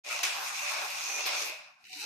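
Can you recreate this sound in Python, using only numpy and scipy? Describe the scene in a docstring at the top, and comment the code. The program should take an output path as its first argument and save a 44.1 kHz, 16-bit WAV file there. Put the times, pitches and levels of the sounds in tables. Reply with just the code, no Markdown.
"""A toy slot car whirs round a plastic track on a living-room floor, fades to near silence, starts again.
Its gears and sliding contacts rattle the shell and the track, and the motor sings in brief tones.
Rail joints click and the room answers them, over a low house hum. The sound fades in at the start."""
import sys
import numpy as np
from scipy import signal
from scipy.fft import rfft, irfft, next_fast_len
from scipy.io import wavfile
from scipy.ndimage import uniform_filter1d, map_coordinates

SR = 44100
rng = np.random.default_rng(int(sys.argv[2]) if len(sys.argv) > 2 else 0)


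def master(y):
    """Save y as 16-bit WAV."""
    cut = np.clip(np.atleast_2d(y).T, -1, 1)
    pcm = np.round(cut * 32767)  # scale
    wavfile.write(sys.argv[1], SR, pcm.astype(np.int16))


N = 90669
TIME = np.arange(N) / SR


def car_lap():
    """Gears and contacts rattle shell and track: bands swell as the car passes, then the whir fades."""
    # The lap's mix. Each row: time in seconds, shell ring in dB, then in dB over the ring:
    # track rumble, track boom, rolling, gear rasp, contact whine, fizz, treble.
    mix = [(0.1, -37, -22.5, -13, -8, -5.5, -8.5, -10, -17),
           (0.2315, -40.5, -28, -21, -5, -6, -10.5, -13, -19),
           (0.236, -32, -23.5, -32, -7, -4.5, -5, -8.5, -16),
           (0.302, -39, -28, -20, -6, -3.5, -12.5, -8, -16.5),
           (0.424, -44, -17.5, -11.5, 1.5, -4, -5.5, -10.5, -7.5),
           (0.492, -39, -39, -25.5, -7, -6.5, -7, -8.5, -14),
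           (0.52, -44.5, -23.5, -20, -0.5, -1.5, -5.5, -7, -11.5),
           (0.594, -39.5, -31, -35, -8, -4, -7, -9.5, -15),
           (0.632, -39, -28.5, -14.5, -5, -6, -8, -9, -14.5),
           (0.704, -36, -43, -20, -9.5, -4.5, -9.5, -12, -18),
           (0.72, -42, -21.5, -14, 0, 1, -5.5, -6.5, -11),
           (0.8, -39, -21.5, -10, -1, -4.5, -10.5, -12, -17.5),
           (0.86, -42, -14.5, -15, -1, -4.5, -6.5, -8, -10.5),
           (0.898, -40.5, -29, -17.5, -6, -4.5, -13.5, -10.5, -12.5),
           (1.058, -43.5, -22.5, -18.5, -4, -0.5, 0.5, -6, -11),
           (1.18, -39.5, -10.5, -15, -4.5, -5, -0.5, -9.5, -16),
           (1.248, -41.5, -22, -15, -5, 0, -3.5, -12, -19),
           (1.268, -35.5, -16, -11, -5.5, -2.5, -11, -10, -7.5),
           (1.306, -36, -20.5, -15, -5.5, -5, -12.5, -13.5, -23.5),
           (1.428, -41.5, -11, -13, -5, 0, 0, -6.5, -9), (1.466, -40, -15.5, -14, -7.5, -4, -8, -11.5, -9),
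           (1.62, -52.5, -29, -11, -6.5, -6.5, -16.5, -18, -26.5),
           (1.78, -70, -43, -13.5, -1, -7, -16, -21, -25), (1.84, -66.5, -20, -31, -2.5, -2, -13, -8, -13)]
    # Edges of those bands in Hz, low to high; the shell ring is the fourth band.
    edges = [260, 520, 680, 1850, 3050, 5500, 6900, 10400, 15500]
    # The gear knocks. Each row: time in seconds, knocks per second, knocking share from 0 to 1.
    gears = [(0, 450, 0.08), (1.45, 400, 0.08), (1.84, 100, 0.05)]
    # Tone colour of car and track. Each row: frequency in Hz, level in dB.
    colour = [(150, -59), (250, -41), (353, -30), (516, -22), (593, -3.5), (635, -8.5), (1080, -3.5),
              (1820, -7.5), (2480, 4), (3160, -11), (5040, -12.5), (6210, 3), (7510, -16.5), (9500, -17),
              (10500, -36), (11500, -28.5), (14200, -33), (14900, -55)]
    # Shell resonances. Each row: centre in Hz, width in Hz, lift in dB.
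    shell = [(324.3, 24, 10.5), (743, 120, 5), (1085, 12.5, 6), (2230, 110, 1.5), (2482, 67, 3.5),
             (2692, 120, 5), (3214, 155, -5), (6100, 160, -2.5)]
    ring_db, *over_ring = curves(mix)
    levels_db = [ring_db + db for db in over_ring[:3] + [0] + over_ring[3:]]
    colour_db = lambda hz: along(colour, hz) + resonances(shell, hz)
    fade_out = np.clip((mix[-1][0] - TIME) / 0.018 + 1, 0, 1)
    return fade_out * body_rattle(gear_knocks(gears), colour_db, zip(edges, edges[1:]), levels_db)


def car_restart():
    """The car pulls away: slow gear knocks speed up into a whir that comes through in narrow bands."""
    # The rising mix. Each row: time in seconds, shell ring in dB, then in dB over the ring:
    # rumble, low narrow band, high narrow band, rolling, rasp, treble.
    mix = [(1.835, -77, -11, -14, -12, -2, -1, -1), (1.841, -63, -30, -35, -32, -18, 2, -15),
           (1.879, -56.5, -23, -31, -31, -11, -6, -11), (1.889, -56, -20, -23, -33, -32, 0.5, -9),
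           (1.913, -53.5, -24, -29, -35, -30, 1, -7.5), (1.943, -50, -21, -16, -19, -31, 3, -10.5),
           (1.953, -50.5, -49, -16, -24, -14, 5, -4), (1.979, -47.5, -24, -23, -14, -16, 2.5, -8.5),
           (2.003, -43.5, -24, -22, -21, -14, 1, -6.5), (2.033, -44.5, -16, -21, -24, -6.5, 4, -7),
           (2.056, -41.5, -12.5, -16, -7, -9.5, -1.5, -13)]
    # Those bands in the same order, ring first. Each row: low edge in Hz, high edge in Hz.
    bands = [(1750, 3140), (318, 492), (715, 760), (875, 1020), (1180, 1660), (3280, 7300), (7440, 15500)]
    # The gears speeding up. Each row: time in seconds, knocks per second, knocking share from 0 to 1.
    gears = [(1.841, 74.4, 0.7), (1.9, 80, 0.4), (1.95, 120, 0.3), (2.06, 200, 0.15)]
    # Tone colour, held flat below 1300 Hz. Each row: frequency in Hz, level in dB.
    colour = [(710, -71), (1200, -39), (1390, -15), (1960, -17), (2540, -8), (3390, -16), (4430, -2.5),
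              (8980, -12), (9990, -37), (10900, -15), (13900, -18.5), (14900, -31), (15500, -64)]
    # Ringing resonances. Each row: centre in Hz, width in Hz, lift in dB.
    rings = [(2500, 300, 2), (3890, 580, 12.5), (5920, 360, 6.5)]
    ring_db, *over_ring = curves(mix)
    levels_db = [ring_db + db for db in [0] + over_ring]
    colour_db = lambda hz: along(colour, np.maximum(hz, 1300)) + resonances(rings, hz)
    onset = np.clip((TIME - mix[0][0]) / 0.0055, 0, 1)
    return onset * body_rattle(gear_knocks(gears), colour_db, bands, levels_db)


def gear_knocks(gears, jitter=0.25, scatter_db=5, decay_per_knock=1.8):
    """The rattle's envelope: uneven gear knocks over steady sliding."""
    rate, share = curves(gears)
    running = TIME >= gears[0][0]
    count = np.cumsum(running * rate * np.exp(jitter * wobble(90))) / SR
    strength = amp(scatter_db * rng.standard_normal(N))[count.astype(int)]
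    knocks = running * strength * np.exp(-decay_per_knock * (count % 1))
    envelope = np.sqrt(1 - share) + np.sqrt(share) * knocks / rms(knocks[running])
    return envelope / rms(envelope[running])


def body_rattle(envelope, colour_db, bands_hz, levels_db):
    """Knocking noise coloured by shell and track, each band flickering about its own level."""
    below = lambda hz, edge_hz: 1 / (1 + (hz / edge_hz) ** 40)
    colour = lambda hz: amp(colour_db(hz))
    steady = filtered(patchy_noise(depth_db=3)[0], colour)  # unheard: sets each band's scale
    rattle = filtered(patchy_noise(depth_db=1.5) * envelope, colour)
    mid_side = 0
    for db, (low, high) in zip(levels_db, bands_hz):
        band = lambda hz: below(hz, high) - below(hz, low)
        gain = amp(db + 1.05 * wobble(25.16)) / filtered(steady, band).std()
        mid_side = mid_side + gain * filtered(rattle, band)
    return stereo(mid_side)


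def motor_tones(waver=0.004, roughness_db=2):
    """The motor sings in short wavering glides, a little out of phase between the ears."""
    # Each row: start in seconds, length in seconds, opening and closing pitch in Hz, level in dB.
    glides = [(0.092, 0.051, 1270, 1290, -46), (0.094, 0.045, 1430, 1403, -45.5),
              (0.199, 0.043, 696, 704, -47), (0.609, 0.15, 590, 584, -58.5),
              (0.63, 0.028, 1203, 1145, -45.5), (1.11, 0.13, 2434, 2460, -41.5),
              (1.287, 0.126, 2422, 2460, -47), (1.44, .17, 2485, 2500, -55), (1.89, 0.089, 753, 736, -63.5),
              (1.955, 0.045, 284, 307, -60.5), (2.015, 0.032, 822, 866, -55.5)]
    out = np.zeros((2, N + SR))
    for start, length, from_hz, to_hz, db in glides:
        n = round(length * SR)
        hz = np.linspace(from_hz, to_hz, n) * (1 + waver * wobble(36)[:n])
        phase = 2 * np.pi * np.cumsum(hz) / SR + rng.normal(0, 0.57, (2, 1))
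        level = amp(db + roughness_db * wobble(72.5)[:n])
        swell = signal.windows.tukey(n, 0.39)
        out[:, round(start * SR):][:, :n] += level * swell * np.sqrt(2) * np.sin(phase)
    return out[:, :N]


def rail_joints(rattle_db=-18, crack_side=0.1, room_db=-1, room_delay_s=0.006):
    """Each rail joint gives a sharp crack and a short rattle, then the room answers."""
    # Each row: start in seconds, level in dB, brightness in dB per octave, rattle T60 in seconds.
    joints = [(0.2322, -14, 3, 0.03), (0.2409, -18, 0, 0.025), (1.2624, -23.5, 2, .015),
              (1.2702, -21.5, 9, 0.012)]
    # Tone colour of a click. Each row: frequency in Hz, level in dB.
    colour = [(290, -53), (500, -18), (803, -15.5), (2330, -2.5), (4380, -10.5), (5350, -15), (8980, -20.5),
              (12300, -18), (14800, -25), (15500, -26)]
    out = np.zeros((2, N + SR))
    t = np.arange(SR // 20) / SR
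    hz = np.fft.rfftfreq(len(t), 1 / SR)
    for start, db, bright_db, rattle_s in joints:
        burst = rng.standard_normal((2, len(t))) * amp(rattle_db - 60 * t / rattle_s)
        burst[:, 0] = 1, crack_side  # the crack: one impulse in mid and side
        ring = minimum_phase(amp(along(colour, hz) + bright_db * np.log2(1 + hz / 4000)))
        click = amp(db) * signal.fftconvolve(burst, ring[None], axes=1) / np.abs(ring).max()
        reverb = amp(room_db) * signal.fftconvolve(click[:1], room_tail(), axes=1)
        out[:, round(start * SR):][:, :click.shape[1]] += click
        out[:, round((start + room_delay_s) * SR):][:, :reverb.shape[1]] += reverb
    return stereo(out[:, :N])


def room_tail():
    """The living room's answer: noise in which each frequency dies at its own speed."""
    # Each row: frequency in Hz, T60 in seconds.
    decay = [(500, 0.46), (2500, 0.73), (6000, 0.64), (13000, 0.024)]
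    hz, t, spectrum = signal.stft(rng.standard_normal((2, SR // 2)), SR, nperseg=256)
    tail = signal.istft(spectrum * amp(-60 * t / along(decay, hz)[:, None]), SR, nperseg=256)[1]
    return tail / np.linalg.norm(tail[0])


def house_hum():
    """The house hums faintly: low noise that drifts in level."""
    # The hum's colour. Each row: frequency in Hz, level in dB.
    colour = [(15, -51), (25, -17), (92, -6), (214, -3.5), (260, -3.5), (340, -13), (570, -120)]
    # Its drift. Each row: time in seconds, level in dB.
    drift = [(0.1, -75), (0.176, -81), (0.272, -73.5), (1.304, -78.5), (1.788, -88.5), (1.934, -73.5),
             (2.05, -81)]
    level_db, = curves(drift)
    hum = filtered(patchy_noise(depth_db=-0.5), lambda hz: amp(along(colour, hz)))
    return stereo(amp(level_db) * hum / rms(hum))


def stereo(mid_side):
    """Left and right from mid and side, with width and balance set by frequency."""
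    # Each row: frequency in Hz, side over mid in dB.
    width = [(60, -7), (87, 1), (130, -9), (180, -8), (260, -9), (380, -11.5), (550, 1), (790, -3.5),
             (1140, -2.5), (1650, 0.5), (2380, -2), (3440, -0.5), (4970, 0.5), (7180, -3.5), (10400, 6),
             (15000, -10.5)]
    # Each row: frequency in Hz, left over right in dB.
    balance = [(300, .5), (1300, 1), (3500, 0.5), (8500, -1.5), (13000, -0.5)]
    mid, side = filtered(mid_side, lambda hz: np.array([np.ones_like(hz), amp(along(width, hz))]))
    left_right = np.array([mid + side, mid - side])
    return filtered(left_right, lambda hz: amp(np.outer([0.5, -0.5], along(balance, hz))))


def patchy_noise(depth_db):
    """Mid and side noise with patches of random gain in time and frequency."""
    spectrum = signal.stft(rng.standard_normal((2, N)), nperseg=512)[2]
    patches = uniform_filter1d(rng.standard_normal(spectrum.shape[1:]), size=8, axis=1)
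    return signal.istft(spectrum * amp(depth_db * patches / rms(patches)), nperseg=512)[1][:, :N]


def minimum_phase(gains):
    """The impulse response with this spectrum and the sharpest attack."""
    cepstrum = irfft(np.log(gains + 1e-6))
    half = len(cepstrum) // 2
    causal = np.r_[cepstrum[0], 2 * cepstrum[1:half], np.zeros(len(cepstrum) - half)]
    return irfft(np.exp(rfft(causal)))[:half]


def resonances(peaks, hz):
    """The lift in dB from bell-shaped peaks."""
    return sum(db / (1 + (2 * (hz - centre) / width) ** 2) for centre, width, db in peaks)


def filtered(x, response):
    """x shaped by a gain that depends on frequency."""
    size = next_fast_len(N + SR // 2)
    return irfft(rfft(x, size) * response(np.fft.rfftfreq(size, 1 / SR)), size)[..., :N]


def wobble(rate):
    """A smooth random curve, rate knots a second."""
    return map_coordinates(rng.standard_normal(int(N * rate / SR) + 4), [TIME * rate])


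def curves(rows):
    """One value per sample for each column after the time."""
    times, *columns = np.transpose(rows)
    return [np.interp(TIME, times, column) for column in columns]


def along(points, hz):
    """(Hz, value) points joined on a log frequency axis."""
    freqs, values = np.transpose(points)
    return np.interp(np.log(hz + 1), np.log(freqs + 1), values)


def amp(db):
    return 10 ** (np.asarray(db) / 20)


def rms(x):
    return np.sqrt(np.mean(x ** 2) + 1e-20)


def scene():
    return car_lap() + car_restart() + motor_tones() + rail_joints() + house_hum()


def record(dry):
    """A quick fade-in and a steep cut of the highest treble."""
    fade_start_s, fade_s, top_hz = 0.037, 0.084, 15700
    fade = np.clip((TIME - fade_start_s) / fade_s, 0, 1)
    return filtered(dry * fade, lambda hz: 1 / (1 + (hz / top_hz) ** 200))


dry = scene()
out = record(dry)
master(out)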